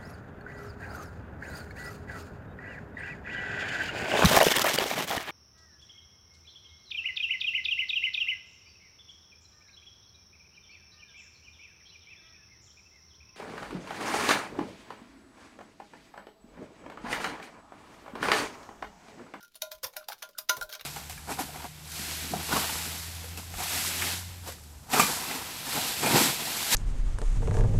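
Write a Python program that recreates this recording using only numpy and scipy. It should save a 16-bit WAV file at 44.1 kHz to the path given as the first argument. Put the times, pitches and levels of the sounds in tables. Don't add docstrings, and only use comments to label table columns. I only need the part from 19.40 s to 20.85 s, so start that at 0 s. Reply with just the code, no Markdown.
import sys
import numpy as np
from scipy import signal
from scipy.fft import rfft, irfft
from scipy.io import wavfile
from scipy.ndimage import uniform_filter1d

SR = 44100
rng = np.random.default_rng(int(sys.argv[2]) if len(sys.argv) > 2 else 0)


def digitize_waveform(pressure):
    field = np.atleast_2d(pressure).T
    bounded = np.clip(field, -1, 1)
    quanta = np.round(bounded * 32767).astype(np.int16)
    wavfile.write(sys.argv[1], SR, quanta)


def field_ratio(decibels):
    return 10 ** (np.asarray(decibels, dtype=float) / 20)


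N = 63945

# pitch_hz, relative level_db (per Hz)
AIR_COLOUR = [(20, 9), (60, -4.5), (150, -2.5), (380, -2.5), (520, -7), (800, -17), (4000, -6.5),
              (16000, -22)]
# peak_s, level_db (12 dB is taken off later), rattle_s (time constant), treble_db
CONTACTS = [(.001, -38.5, 0.0042, -5), (.030, -40, 0.0031, 3.5), (0.046, -47.5, 0.0087, 1.5),
            (.080, -49, 0.0033, 5.5), (0.096, -65, 0.00083, -38), (0.118, -48, 0.0031, -2),
            (0.139, -42.5, 0.00033, 0), (0.145, -39.5, 0.0016, -5), (0.155, -37, 0.0075, 3.5),
            (.221, -19, .0034, 1.5), (0.3154, -30, 0.0076, 4), (.349, -41.5, 0.0044, 1.5),
            (0.382, -45, 0.0033, 0), (0.434, -25, 0.0045, 3), (.443, -22, 0.0046, 5),
            (.467, -42.5, 0.0031, 14.5), (0.53, -46.5, 0.0026, 2), (0.536, -42, 0.0067, -2),
            (0.566, -24, 0.0051, 4), (0.625, -47, 0.0027, -14), (.642, -39.5, .003, -7),
            (0.686, -23.5, 0.0025, 2.5), (0.716, -32, 0.008, -5), (0.718, -58, 0.0033, 4),
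            (0.73, -34, 0.0034, 1.5), (0.781, -44.5, 0.0014, 2), (0.786, -45.5, 0.0086, 3.5),
            (0.803, -48.5, 0.0033, 2), (0.824, -26.5, 0.0067, -7.5), (0.826, -23, 0.0068, -6.5),
            (0.8902, -40, 0.0027, 0.5), (0.91, -52.5, 0.0028, 7), (0.933, -44.5, 0.0041, -12),
            (.978, -42, 0.0026, 0), (.986, -24.5, 0.0039, 8.5), (1.095, -8, 0.0039, -1.5),
            (1.1683, -27.5, 0.0036, 0.5), (1.212, -27, 0.0037, 1.5), (1.224, -32, 0.0074, 6),
            (1.293, -37.5, 0.0048, 2), (1.3, -38.5, 0.0044, 2), (1.312, -42, 0.0023, 3),
            (1.318, -35.5, 0.0047, -6), (1.328, -25, 0.0025, -3), (1.335, -33.5, 0.0021, 9),
            (1.341, -26.5, 0.0024, -12), (1.351, -26, 0.00354, -5), (1.391, -58, 0.0049, -18),
            (1.395, -27.5, 0.0023, -18), (1.404, -56, 0.0016, -16), (1.411, -24.5, .002, -6.5),
            (1.445, -30.5, .001, -13)]
# pitch_hz, relative level_db (per Hz)
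TICK_COLOUR = [(500, -17), (1200, -3.5), (2200, -7.5), (3700, 2.5), (6500, -1), (8000, -14.5), (9500, -5.5),
               (14500, -2.5), (16000, -17), (16800, -60)]
# pitch_hz, relative level_db, t60_s (time to fall by 60 dB)
HIGH_TONES = [(2290, -12, .05), (2476, -12, .06), (3300, -13, .035), (3620, -11, .04), (3790, -8, .045),
              (4420, -7, .045), (5080, -5, .045), (5295, -10, .04), (5515, -9, .04), (5840, -8, .05),
              (7000, -9, .03), (9400, -10, .022), (11300, -13, .02), (13650, -11, .02), (14500, -11, .02)]
# start_s, low_tone_db, middle_tone_db, upper_tone_db
RINGS = [(0., -67.5, -65, -47), (.029, -73, -69, -44.5), (.153, -57, -79, -63), (.221, -29.5, -48, -40),
         (.315, -36.5, -49, -47), (.443, -49, -44, -46), (.566, -35.5, -48, -38.5), (.827, -43, -49, -40.5),
         (.985, -46, -55, -49), (1.094, -30, -23, -18), (1.213, -37.5, -41.5, -25), (1.227, -37, -63, -58),
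         (1.293, -41.5, -65, -44.5), (1.350, -45.5, -48, -48)]
# tone_hz, twin_hz
LOW_PITCHES = [(619, 648), (1012, 970), (1411, 1528)]
# t60_s, swell_s (time constant), twin_db (against the tone), twin_t60_s
LOW_SHAPES = [(0.13, 0.0076, -17.5, 0.14), (0.16, 0.012, -28, 0.3), (0.14, 0.0057, -9.5, 0.11)]
# pitch_hz, t60_s
KITCHEN_DECAY = [(300, 0.67), (800, .22), (2000, .18), (5500, 0.16), (14000, 0.18)]
# start_s, level_db, centre_hz, t60_s
SLAPS = [(.118, -65, 1540, 0.034), (.153, -55, 600, 0.041), (.433, -34.5, 555, 0.048),
         (.443, -41, 1010, 0.11), (.467, -51.5, 940, 0.065), (.535, -55.5, 830, 0.18),
         (.564, -36.5, 735, 0.021), (.628, -49.5, 1450, 0.028), (.686, -30.5, 855, 0.025),
         (.698, -38, 857, 0.065), (.720, -35, 1546, 0.048), (.731, -40, 1270, 0.021),
         (.827, -45, 754, 0.045), (.890, -50, 570, 0.069), (.985, -41, 1585, 0.049),
         (1.094, -39.5, 880, 0.034), (1.169, -39, 600, 0.085), (1.181, -46, 594, 0.15),
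         (1.213, -38.5, 805, 0.028), (1.298, -44.5, 1550, 0.036), (1.333, -45, 1530, 0.091),
         (1.350, -37.5, 648, 0.024), (1.394, -58.5, 715, 0.055), (1.401, -39.5, 1340, 0.018),
         (1.411, -43.5, 940, 0.014)]
# pitch (share of its centre), relative level_db (per Hz)
SLAP_COLOUR = [(.3, -24.5), (.6, -14.5), (.88, -4), (1., 1.5), (1.14, -15.5), (1.8, -13), (4., -27.5)]
# start_s, level_db, pitch_hz, length_s
BUMPS = [(0.334, -65, 41.5, 0.074), (0.425, -57, 101, 0.065), (0.686, -68.5, 107.5, 0.026),
         (1.156, -53, 133.3, 0.053), (1.202, -64.5, 140.4, 0.053), (1.186, -53, 27.8, 0.11),
         (1.327, -74, 200, 0.014), (1.415, -64, 75, 0.024)]
# start_s, level_db, pitch_hz, length_s
POPS = [(0.61, -44, 1434, .006), (.950, -46, 1440, 0.0065), (0.963, -57, 1440, 0.0045),
        (0.97, -49, 1460, 0.0095)]


def evened(x):
    return x / np.sqrt(np.mean(x ** 2) + 1e-20)


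def read(points, hz):
    f, value = np.transpose(points)
    return np.interp(np.log(hz + 1), np.log(f + 1), value)


def add(mix, s, sound):
    part = mix[max(round(s * SR), 0):][:len(sound)]
    part += sound[:len(part)]


def coloured(points, size):
    spectrum = rfft(rng.standard_normal(size))
    hz = np.fft.rfftfreq(size, 1 / SR)
    return evened(irfft(spectrum * field_ratio(read(points, hz)), size))


def room_air():
    air_db = -70
    return field_ratio(air_db) * coloured(AIR_COLOUR, N + N % 2)[:N]


def wire_ticks(t, lead_s, rise_s, rattle_s):
    ticks_per_s, tick_spread_db, peak_tick = 2500, 5, 2
    before, after = np.minimum(t - lead_s, 0), np.maximum(t - lead_s, 0)
    shape = np.exp(before / rise_s - after / rattle_s)
    size = field_ratio(tick_spread_db * np.minimum(rng.exponential(1, len(t)), 4))
    size = size * rng.choice([-1., 1.], len(t))
    lands = rng.random(len(t)) < ticks_per_s / SR
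    ticks = size * lands * shape
    ticks[round(lead_s * SR)] = peak_tick
    return ticks / (np.linalg.norm(ticks) / np.linalg.norm(shape) * np.sqrt(SR / ticks_per_s))


def glass_ring(t):
    spot_db = 3
    detune = .002
    hz, db, t60 = np.transpose(HIGH_TONES)[:, :, None]
    spot, tune = rng.standard_normal((2, len(hz), 1))
    strength = field_ratio(db + spot_db * spot - 60 * t / t60)
    return (strength * np.sin(2 * np.pi * hz * (1 + detune * tune) * t)).sum(0)


def contact(peak_s, level_db, rattle_s, treble_db):
    tick_t60, high_db = 0.0089, -13
    shimmer_db, shimmer_t60 = -19.5, .12
    t = np.arange(8000) / SR
    rattle_s = max(rattle_s, .0005)
    rise_s = min(.0018, rattle_s / 2)
    lead_s = 4 * rise_s
    ticks = wire_ticks(t, lead_s, rise_s, rattle_s)
    fading = field_ratio(-60 * t / tick_t60) + field_ratio(shimmer_db - 60 * t / shimmer_t60)
    crack = coloured(TICK_COLOUR, len(t)) * fading
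    one_tick = crack + field_ratio(high_db) * glass_ring(t)
    rattle = signal.fftconvolve(ticks, one_tick)[:len(t)] * field_ratio(level_db - 12)
    tilt = field_ratio(read([(3000, 0), (12000, treble_db)], np.fft.rfftfreq(len(t), 1 / SR)))
    return peak_s - lead_s, irfft(rfft(rattle) * tilt, len(t))


def ring(start_s, *tones_db):
    waver_db, waver_s = 1.5, .012
    t, out = np.arange(12000) / SR, 0
    span = round(waver_s * SR)
    for (hz, twin_hz), (t60, swell_s, twin_db, twin_t60), db in zip(LOW_PITCHES, LOW_SHAPES, tones_db):
        drift = uniform_filter1d(rng.standard_normal(len(t)), span)
        waver = evened(uniform_filter1d(drift, span))
        swell = 1 - np.exp(-t / swell_s)
        tone = field_ratio(waver_db * waver - 60 * t / t60) * swell * np.sin(2 * np.pi * hz * t)
        twin = field_ratio(twin_db - 60 * t / twin_t60) * np.sin(2 * np.pi * (twin_hz * t + rng.random()))
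        out = out + field_ratio(db) * (tone + twin)
    return start_s, out


def kitchen(x):
    turn_hz = 1.475
    kitchen_db = -10
    out, turn = np.zeros(N), 2 * np.pi * turn_hz * np.arange(N) / SR
    for k in range(3):
        taps = np.zeros(SR // 2)
        slots = np.arange(200, SR // 2 - 6, 6)
        at = slots + rng.integers(0, 6, len(slots))
        taps[at] = rng.choice([-1., 1.], len(at))
        hz, t, z = signal.stft(taps, SR, nperseg=256)
        fading = field_ratio(-60 * t / read(KITCHEN_DECAY, hz)[:, None])
        tail = signal.istft(z * fading, SR, nperseg=256)[1]
        share = np.sqrt(2 / 3) * np.cos(turn + k * np.pi / 3)
        out += signal.fftconvolve(x * share, tail / np.linalg.norm(tail))[:N]
    return field_ratio(kitchen_db) * out


def slap(start_s, level_db, centre_hz, t60):
    attack_s = 0.0012
    t = np.arange(6000) / SR
    puff = coloured([(share * centre_hz, db) for share, db in SLAP_COLOUR], len(t))
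    return start_s, field_ratio(level_db - 60 * t / t60) * np.minimum(t / attack_s, 1) * puff


def bump(start_s, level_db, hz, length_s):
    roughness = 0.48
    t = np.arange(0, length_s, 1 / SR)
    colour = [(hz / 4, -20), (hz / 2, -3), (hz * 2, -3), (hz * 5, -18), (hz * 20, -70)]
    rumble = coloured(colour, 8192)[:len(t)]
    shape = np.sin(np.pi * (t / length_s) ** 0.89) ** 2
    return start_s, field_ratio(level_db) * shape * (np.sin(2 * np.pi * hz * t) + roughness * rumble)


def pop(start_s, level_db, hz, length_s):
    t = np.arange(0, length_s, 1 / SR)
    return start_s, field_ratio(level_db) * np.sin(np.pi * t / length_s) * np.sin(2 * np.pi * hz * t)


def scene():
    bowl, body = np.zeros(N), np.zeros(N)
    for source, rows in ((contact, CONTACTS), (ring, RINGS), (slap, SLAPS), (pop, POPS)):
        for row in rows:
            add(bowl, *source(*row))
    for row in BUMPS:
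        add(body, *bump(*row))
    low_cut = signal.butter(4, 425, "high", fs=SR, output="sos")
    bowl = signal.sosfilt(low_cut, bowl)
    return (bowl + kitchen(bowl) + body + room_air())[None]


def low_pass(x):
    return signal.sosfilt(signal.butter(12, 16810, fs=SR, output="sos"), x)


def record(dry):
    gate_db, gate_slope, gate_s = -49, 0.4, 0.024
    bass = signal.sosfiltfilt(signal.butter(2, 300, fs=SR, output="sos"), dry)
    rest = dry - bass
    power = abs(uniform_filter1d(rest ** 2, round(gate_s * SR)))
    power_db = 10 * np.log10(power + 1e-12)
    gain = field_ratio(gate_slope * np.minimum(power_db - gate_db, 0))
    return low_pass(bass + rest * gain)


dry = scene()
out = record(dry)
digitize_waveform(out)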